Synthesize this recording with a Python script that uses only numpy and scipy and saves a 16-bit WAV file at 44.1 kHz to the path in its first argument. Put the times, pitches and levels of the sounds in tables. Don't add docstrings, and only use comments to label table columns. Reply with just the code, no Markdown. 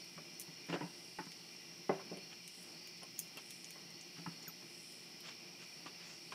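import sys
import numpy as np
from scipy import signal
from scipy.fft import rfft, irfft, next_fast_len
from scipy.io import wavfile
from scipy.ndimage import map_coordinates

SR = 44100
rng = np.random.default_rng(int(sys.argv[2]) if len(sys.argv) > 2 else 0)


def inscribe(sig):
    pcm = np.round(np.clip(np.atleast_2d(sig).T, -1, 1) * 32767)
    wavfile.write(sys.argv[1], SR, pcm.astype(np.int16))


N = 279594

# pitch in Hz, spread in Hz, level in dB, wing strokes a second,
# waver in dB.
FAR_CRICKETS = [(2030, 88, -70, 13, 1), (2404, 77, -66.5, 33, 2), (2850, 118, -70, 55, 1),
                (4390, 224, -67.5, 43, 1), (5260, 174, -60.5, 57, 0.9), (5618, 140, -62, 95, 0.8)]
# middle in seconds, half length in seconds, pitch in Hz, level in dB.
CRICKET_BOUTS = [(0.038, 0.074, 4440, -65.5), (0.478, 0.11, 4390, -65), (1.086, 0.24, 4690, -66.5),
                 (1.4, .14, 4470, -66.5), (2.184, 0.13, 4420, -63), (2.839, 0.13, 4705, -64),
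                 (2.898, 0.17, 4470, -67), (3.92, 0.21, 4390, -65.5), (4.195, 0.22, 4620, -67),
                 (4.385, 0.13, 4380, -64.5), (5.898, 0.64, 4510, -66.5), (6.183, .4, 4700, -69)]
# middle in seconds, half length in seconds, level in dB.
RASP_SWELLS = [(0.05, 0.17, -78.5), (1.02, 0.16, -72), (1.5, 0.14, -79), (2.6, 0.09, -66.5),
               (3.56, 0.12, -68), (4.28, 0.12, -77), (4.86, .13, -67), (5.73, .1, -76), (6.32, 0.095, -73)]
# frequency in Hz, relative density in dB.
RASP_SPECTRUM = [(5500, -42), (7000, -7), (8200, 0.5), (9200, -1), (10500, -3), (12500, -14), (15500, -23)]
HAZE_SPECTRUM = [(1200, -30), (2000, -7), (3100, 2.5), (3800, -2), (4900, 1), (5900, 0), (6350, -6.5),
                 (7500, -12.5), (12000, -12), (15500, -14.5)]
RUMBLE_SPECTRUM = [(15, -69), (25, -37), (65, -26), (95, -21.5), (126, -6), (146, -9.5), (168, 1),
                   (199, -7.5), (238, -2.5), (262, -10), (290, -3), (315, -9.5), (347, 1.5), (379, -23),
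                   (408, -7.5), (505, -13), (570, -14.5), (600, -10), (640, -14), (800, -12), (920, -16.5),
                   (1800, -19.5), (2340, -70), (3960, -120)]
# pitch in Hz, spread in Hz, level in dB.
HUM_LINES = [(171, 8.2, -70.5), (359.3, 13.4, -72.5)]

# start in seconds, level in dB, brightness in dB per band,
# teeth meeting in dB, pitch of the piece in Hz, level of the piece's ring in dB (played 6 dB lower).
FOOD_SNAPS = [(0.045, -71, 2, -81, 14000, -71), (0.341, -72, -6, -74, 8450, -68),
              (0.3983, -52, 1.5, -72, 9800, -47), (0.405, -58, 1, -65, 9900, -57),
              (0.415, -55, -1, -70, 7000, -64), (0.668, -71, 3, -78, 9300, -70),
              (1.256, -73, -7, -65, 9500, -72), (1.319, -67, -7, -61, 8200, -68),
              (2.173, -72, -1, -59, 9700, -59), (2.478, -59, -5.5, -62, 9600, -68),
              (2.628, -65, -3, -71, 9800, -68), (2.874, -66, 5, -62, 6860, -60),
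              (2.977, -74, -5, -72, 8200, -69), (3.033, -68, -5, -60, 9750, -56),
              (3.183, -70, -7, -64, 6950, -55), (3.192, -44, 1, -59.5, 6600, -38),
              (3.276, -73, -3, -76, 8200, -68), (3.3726, -62.5, -1, -60, 12500, -60),
              (3.461, -73, -4, -78, 9000, -70), (3.507, -57.5, -3, -60, 6840, -59),
              (3.645, -65, -15, -63, 6700, -56), (3.707, -59.5, 1, -61, 6600, -59),
              (3.905, -73, -1, -72, 8200, -69), (4.012, -70, -14, -70, 8000, -59),
              (4.429, -70, -1, -72, 7000, -57), (4.923, -67, 0, -77, 9600, -66),
              (5.206, -65.5, 1, -70, 14100, -65)]
# centre in Hz, width in Hz, gain in dB.
FOOD_RESONANCES = [(2700, 1200, -38), (6130, 430, -2), (9670, 770, 24.5), (14200, 2300, 16)]
SNAP_BANDS_HZ = [(2200, 3900), (4200, 8000), (8000, 11500), (11500, 15500)]
SNAP_OFFSETS_DB = [3.5, -2.5, -2.5]
# delay in seconds, gain in dB.
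PORCH_ECHOES = [(.0062, -9.5), (.0088, -10)]

# start in seconds, pad, joist and claw strengths in dB, skid from 0 to 1,
# factor on the decay times.
PAW_STEPS = [(0.162, -58, -76, -72, 0, 0.67), (0.177, -63, -72, -61.5, 0.9, 0.48),
             (0.194, -68, -61, -72, 0.6, .7), (0.48, -56.5, -68, -68, 0, 0.74),
             (0.685, -54, -57.5, -60.5, 1, 1.1), (0.696, -48.5, -49, -55.5, 0.8, 2.3),
             (0.728, -56, -41, -50, 0.64, 0.67), (0.741, -50, -41, -47.5, 0.77, 0.78),
             (0.759, -56, -42, -52, .6, .5), (0.808, -52.5, -46.5, -51.5, 0.43, 1.1),
             (0.821, -46.5, -51, -63, 0.1, 1.24), (1.188, -59, -53, -47, 0, 0.8),
             (1.198, -56, -52, -68, 0, 0.79), (1.266, -56.5, -59, -62, 0.1, 0.74),
             (4.182, -55, -61, -65, 0.6, 1.2), (4.262, -56, -63, -52, 0, 1),
             (4.273, -47.5, -54, -72, 0, 0.82), (4.477, -57, -65, -72, .2, 1.2),
             (4.622, -61.5, -67, -65, .1, 0.72), (5.861, -64, -61, -57, 0, 1),
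             (6.322, -63, -70, -55, 0.2, .9)]
# frequency in Hz, relative level in dB, t60 in seconds.
FLOOR_MODES = [(132, -16, .14), (169.2, 5, 0.18), (185, -0.5, .12), (282, 0.5, 0.22), (303, 0, 0.12),
               (359.5, -3.5, 0.12), (420, -4, 0.11), (505, -21, .086), (630, -6, 0.15), (714, -0.5, 0.11),
               (745, -5, .083), (818, -4, 0.082), (913, -3, .11), (1000, -3, 0.12), (1083, -11, 0.099),
               (1307, -4, .075), (1474, -10, .14), (1690, -12, .11), (1905, -9, 0.083)]
# frequency in Hz, relative density in dB.
DECK_SPECTRUM = [(30, -35), (105, -33), (160, -12), (300, -2), (420, -3.5), (700, -1), (820, 1), (1050, -4),
                 (1900, -9), (3000, -3), (5000, -20), (9000, -50)]
# frequency in Hz, t60 in seconds.
DECK_DECAY = [(150, 0.17), (500, 0.38), (1000, 0.24), (1700, 0.33), (4000, 0.1)]
KNOCK_BANDS_HZ = [(145, 240), (240, 480), (480, 780), (780, 1250), (1250, 2300)]
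# start in seconds, note in Hz, its level in dB, overtone level in dB,
# t60 in seconds.
CLAW_TAPS = [(0.18, 1130, -52, -66, 0.045), (0.184, 593, -54, -66, .07), (0.727, 1343, -50, -42.5, 0.076),
             (0.809, 918, -45.5, -60, 0.19), (1.187, 885, -41.5, -49, 0.096),
             (4.2625, 854, -47, -56, 0.069), (4.263, 1285, -50, -70, 0.081), (5.862, 1146, -49, -61, .075),
             (6.322, 1056, -50.5, -66, 0.11), (6.326, 1570, -54, -66, .06)]
# middle in seconds, half length in seconds, level in dB.
PAD_DRAGS = [(0.701, 0.011, -50.5), (0.741, 0.011, -45.5), (2.328, 0.013, -55.5), (3.386, 0.015, -57),
             (4.18, 0.014, -58), (5.281, 0.027, -52.5), (5.626, 0.017, -58), (5.874, 0.013, -53),
             (6.03, 0.028, -58.5), (6.113, 0.033, -60), (6.33, 0.0093, -52)]
# frequency in Hz, relative density in dB.
PAD_SPECTRUM = [(150, -37), (400, 12), (1400, 13), (3000, 16), (4000, 10), (7500, -0.5), (11000, -18),
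                (16000, -35)]
# pitch in Hz, spread in Hz, level in dB against the friction.
DRAG_RESONANCES = [(1090, 200, -18.5), (2500, 130, -10)]

# start in seconds, base knock in dB, rim touch in dB.
BOWL_BUMPS = [(1.894, -34, -40.5), (1.994, -71, -55.5), (2.114, -46.5, -65.5), (2.128, -50, -69),
              (2.168, -56.5, -72), (3.02, -70, -63.5), (3.031, -67, -62.5), (3.372, -66, -68),
              (3.757, -73, -63)]
# frequency in Hz, relative level in dB, t60 in seconds.
BOWL_MODES = [(155.6, -6.5, 0.25), (187.6, -1, 0.22), (289, -2, 0.19), (350, -2, .2), (386, 3.5, 0.31),
              (428, 4.5, 0.11), (465, -9, .16), (510, -7, 0.18), (565, -0.5, .18), (609, -2, 0.28),
              (647, -6, 0.091), (690, 0, 0.19), (779, 0, 0.11), (830, -5, 0.14), (1062, 0, 0.11),
              (1460, -10, .13), (1540, -14, 0.2), (1760, -16, .16), (1890, -15, .15), (2040, 3.5, 0.11)]
# frequency in Hz, level in dB, t60 in seconds.
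CLACK_MODES = [(1296, -60, .09), (2640, -50, .08), (3270, -53, 0.092), (4450, -56, .06)]
TAG_MODES = [(13300, -45, 0.097), (14000, -45, 0.076), (6750, -47.5, 0.044)]
# middle in seconds, half length in seconds, level in dB.
JAW_SMACK = (4.479, 0.017, -57.5)
# middle in seconds, half length in seconds, level in dB.
COAT_BRUSHES = [(5.28, .025, -65), (5.63, .02, -67), (6.11, 0.049, -63)]
# frequency in Hz, relative density in dB.
COAT_SPECTRUM = [(3500, -25), (6000, 5), (7300, 0), (8500, -4), (11000, -20), (15000, -28)]


def amp(db):
    return 10 ** (np.asarray(db) / 20)


def unit(x):
    return x / np.sqrt(np.mean(x ** 2) + 1e-20)


def along(points, hz):
    freqs, values = np.transpose(points)
    return np.interp(np.log(hz + 1), np.log(freqs + 1), values)


def wobble(rate, size=N):
    knots = rng.standard_normal(int(size * rate / SR) + 4)
    return map_coordinates(knots, [np.arange(size) * rate / SR])


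def filtered(x, response):
    m = next_fast_len(x.shape[-1] + 8192)
    return irfft(rfft(x, m) * response(np.fft.rfftfreq(m, 1 / SR)), m)[..., :x.shape[-1]]


def noise(spectrum, size=N):
    return unit(filtered(rng.standard_normal(size), lambda hz: amp(along(spectrum, hz))))


def narrow(centre, spread, size=N):
    white = rng.standard_normal(size)
    return unit(filtered(white, lambda hz: np.exp(-((hz - centre) / (2 * spread)) ** 2)))


def tone(hz, waver, size):
    pitch = hz * (1 + waver * wobble(200, size))
    return np.sqrt(2) * np.sin(2 * np.pi * np.cumsum(pitch) / SR)


def swells(rows):
    t = np.arange(N) / SR
    return sum(amp(db) * np.exp(-((t - s) / half) ** 2 / 2) for s, half, db in rows)


def shape_hit(hit, edges, levels, size, skirt_db=22):
    bands = [signal.sosfilt(signal.butter(3, edge, 'band', fs=SR, output='sos'), hit) for edge in edges]
    gains = [db - 20 * np.log10(np.std(band[:size])) for band, db in zip(bands, levels)]
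    low, high = edges[0][0], edges[-1][1]
    curve = [(low / 4, gains[0] - 2 * skirt_db), (low / 2, gains[0] - skirt_db), (low, gains[0]),
             *zip(np.mean(edges, axis=1), gains), (2 * high, gains[-1] - skirt_db)]
    m = next_fast_len(len(hit), True) * 2
    cepstrum = irfft(np.log(amp(along(curve, np.fft.rfftfreq(m, 1 / SR)))))
    cepstrum[1:m // 2] *= 2
    cepstrum[m // 2 + 1:] = 0
    return irfft(rfft(hit, m) * np.exp(rfft(cepstrum)))[:len(hit)]


def add(track, s, sound):
    span = track[max(round(s * SR), 0):][:len(sound)]
    span += sound[:len(span)]


def trill(hz, spread, strokes, depth, size=N):
    phase = 2 * np.pi * np.cumsum(strokes * (1 + 0.057 * wobble(5.5, size))) / SR
    return unit(narrow(hz, spread, size) * (1 + depth * np.sin(phase)))


def far_insects():
    crowds = sum(amp(db + waver_db * wobble(11)) * trill(hz, spread, strokes, depth=0.14)
                 for hz, spread, db, strokes, waver_db in FAR_CRICKETS)
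    tree_cricket = amp(-72 + 0.49 * wobble(3.7)) * trill(hz=2738, spread=7.3, strokes=35, depth=0.25)
    rasp = (amp(-75) + swells(RASP_SWELLS)) * noise(RASP_SPECTRUM)
    return crowds + tree_cricket + rasp + amp(-61.5) * noise(HAZE_SPECTRUM)


def near_crickets():
    out, t = np.zeros(N + SR), np.arange(-SR, SR) / SR
    for s, half, hz, db in CRICKET_BOUTS:
        song = trill(hz, spread=42, strokes=110, depth=0.2, size=len(t))
        add(out, s, amp(db) * np.exp(-(t / half) ** 2 / 2) * song)
    return out[SR:]


def night_air():
    hum = sum(amp(db) * narrow(hz, spread) for hz, spread, db in HUM_LINES)
    return hum + amp(-62.5 + 1.4 * wobble(7.7)) * noise(RUMBLE_SPECTRUM)


def food_response(hz):
    return sum((-1) ** k * amp(db) * 1j * hz * width / (centre ** 2 - hz ** 2 + 1j * hz * width)
               for k, (centre, width, db) in enumerate(FOOD_RESONANCES)) - 0.35


def snap_envelope(t, t60, wash_db, rise_s=0.00081, wash_t60=0.16):
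    growth, after = np.exp(np.minimum(t, 0) / rise_s), np.maximum(t, 0)
    return growth * (amp(-60 * after / t60) + amp(wash_db - 60 * after / wash_t60))


def crunches():
    out, t = np.zeros(N), np.arange(-256, 6000) / SR
    attack = 700
    for s, level_db, brightness, teeth_db, piece_hz, piece_db in FOOD_SNAPS:
        burst = rng.standard_normal(len(t)) * snap_envelope(t, t60=0.0075, wash_db=-17.5)
        colour_db = SNAP_OFFSETS_DB + brightness * np.array([-1, 0, 1])
        levels = [teeth_db, *(level_db + colour_db)]
        crack = shape_hit(filtered(burst, food_response), SNAP_BANDS_HZ, levels, attack)
        ring = narrow(piece_hz, spread=330, size=len(t)) * snap_envelope(t, t60=0.008, wash_db=-25)
        snap = crack + amp(piece_db - 6) * ring / np.std(ring[:attack])
        for delay, db in [(0, 0), *PORCH_ECHOES]:
            add(out, s + t[0] + delay, amp(db) * snap)
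    return out


def knock(modes, levels, deck_db, press, vary_db, sustain=1, contact_s=0.015):
    t = np.arange(16384) / SR
    hz, level, t60 = np.transpose(modes)[:, :, None]
    strength = amp(level + vary_db * rng.standard_normal(hz.shape)) * rng.choice([-1, 1], hz.shape)
    ring = np.sum(strength * amp(-60 * t / (t60 * sustain)) * np.sin(2 * np.pi * hz * t), axis=0)
    freqs, times, frames = signal.stft(noise(DECK_SPECTRUM, len(t)), SR, nperseg=256)
    decay = amp(-60 * times / (sustain * along(DECK_DECAY, freqs)[:, None]))
    deck = signal.istft(frames * decay, SR, nperseg=256)[1][:len(t)]
    contact = 1 + press * np.exp(-t / contact_s)
    blow = (unit(ring) + amp(deck_db) * unit(deck)) * contact
    return shape_hit(blow, KNOCK_BANDS_HZ, levels, size=1024)


def paw_steps():
    out = np.zeros(N)
    for s, pad_db, joist_db, claw_db, skid, sustain in PAW_STEPS:
        hollow_db = (joist_db + claw_db) / 2 - 12 + 13 * skid
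        edge_db = claw_db - 4 + 6.5 * skid
        levels = [pad_db, joist_db, hollow_db, claw_db - 2.5, edge_db]
        add(out, s, knock(FLOOR_MODES, levels, deck_db=-2, press=0.49, vary_db=2, sustain=sustain))
    return out


def claw_taps(overtone_ratio=2.12, waver=0.036):
    out, t = np.zeros(N), np.arange(8000) / SR
    for s, hz, db, overtone_db, t60 in CLAW_TAPS:
        note = amp(db) * tone(hz, waver, len(t))
        overtone = amp(overtone_db) * tone(hz * overtone_ratio, waver, len(t))
        add(out, s, (note + overtone) * amp(-60 * t / t60))
    return out


def paw_scuffs(grit_db=2, grit_per_s=240):
    friction = noise(PAD_SPECTRUM)
    plank = sum(amp(db) * narrow(hz, spread) for hz, spread, db in DRAG_RESONANCES)
    grit = amp(grit_db * wobble(grit_per_s))
    return swells(PAD_DRAGS) * unit((friction + plank) * grit)


def bowl_bumps():
    out = np.zeros(N)
    for s, base_db, rim_db in BOWL_BUMPS:
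        thud_db, edge_db = base_db - 7.5, rim_db - 4
        hollow_db = (base_db + rim_db) / 2 + 1.8
        levels = [thud_db, base_db, hollow_db, rim_db, edge_db]
        add(out, s, knock(BOWL_MODES, levels, deck_db=-3.5, press=0.77, vary_db=1))
    return out


def food_clack(start_s=3.372):
    out, t = np.zeros(N), np.arange(6000) / SR
    for hz, db, t60 in CLACK_MODES:
        add(out, start_s, amp(db - 60 * t / t60) * tone(hz, waver=0.028, size=len(t)))
    return out


def jaw_smack(middle_hz=1650, octaves_per_s=31):
    t = np.clip(np.arange(N) / SR - JAW_SMACK[0], -0.03, 0.03)
    return swells([JAW_SMACK]) * tone(middle_hz * 2 ** (-octaves_per_s * t), waver=0.09, size=N)


def collar_tag(start_s=4.4798):
    out, t = np.zeros(N), np.arange(8000) / SR
    tick = amp(-50 - 60 * t / 0.007) * rng.standard_normal(len(t))
    ring = sum(amp(db - 60 * t / t60) * np.sin(2 * np.pi * hz * t) for hz, db, t60 in TAG_MODES)
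    add(out, start_s, tick + ring)
    return out


def coat_brushes():
    return swells(COAT_BRUSHES) * noise(COAT_SPECTRUM)


def scene():
    night = far_insects() + near_crickets() + night_air()
    feeding = crunches() + bowl_bumps() + food_clack() + jaw_smack() + collar_tag()
    walking = paw_steps() + claw_taps() + paw_scuffs() + coat_brushes()
    mono = night + feeding + walking
    return np.array([mono, mono])


def record(dry, top_hz=15600):
    return filtered(dry, lambda hz: hz < top_hz)


dry = scene()
out = record(dry)
inscribe(out)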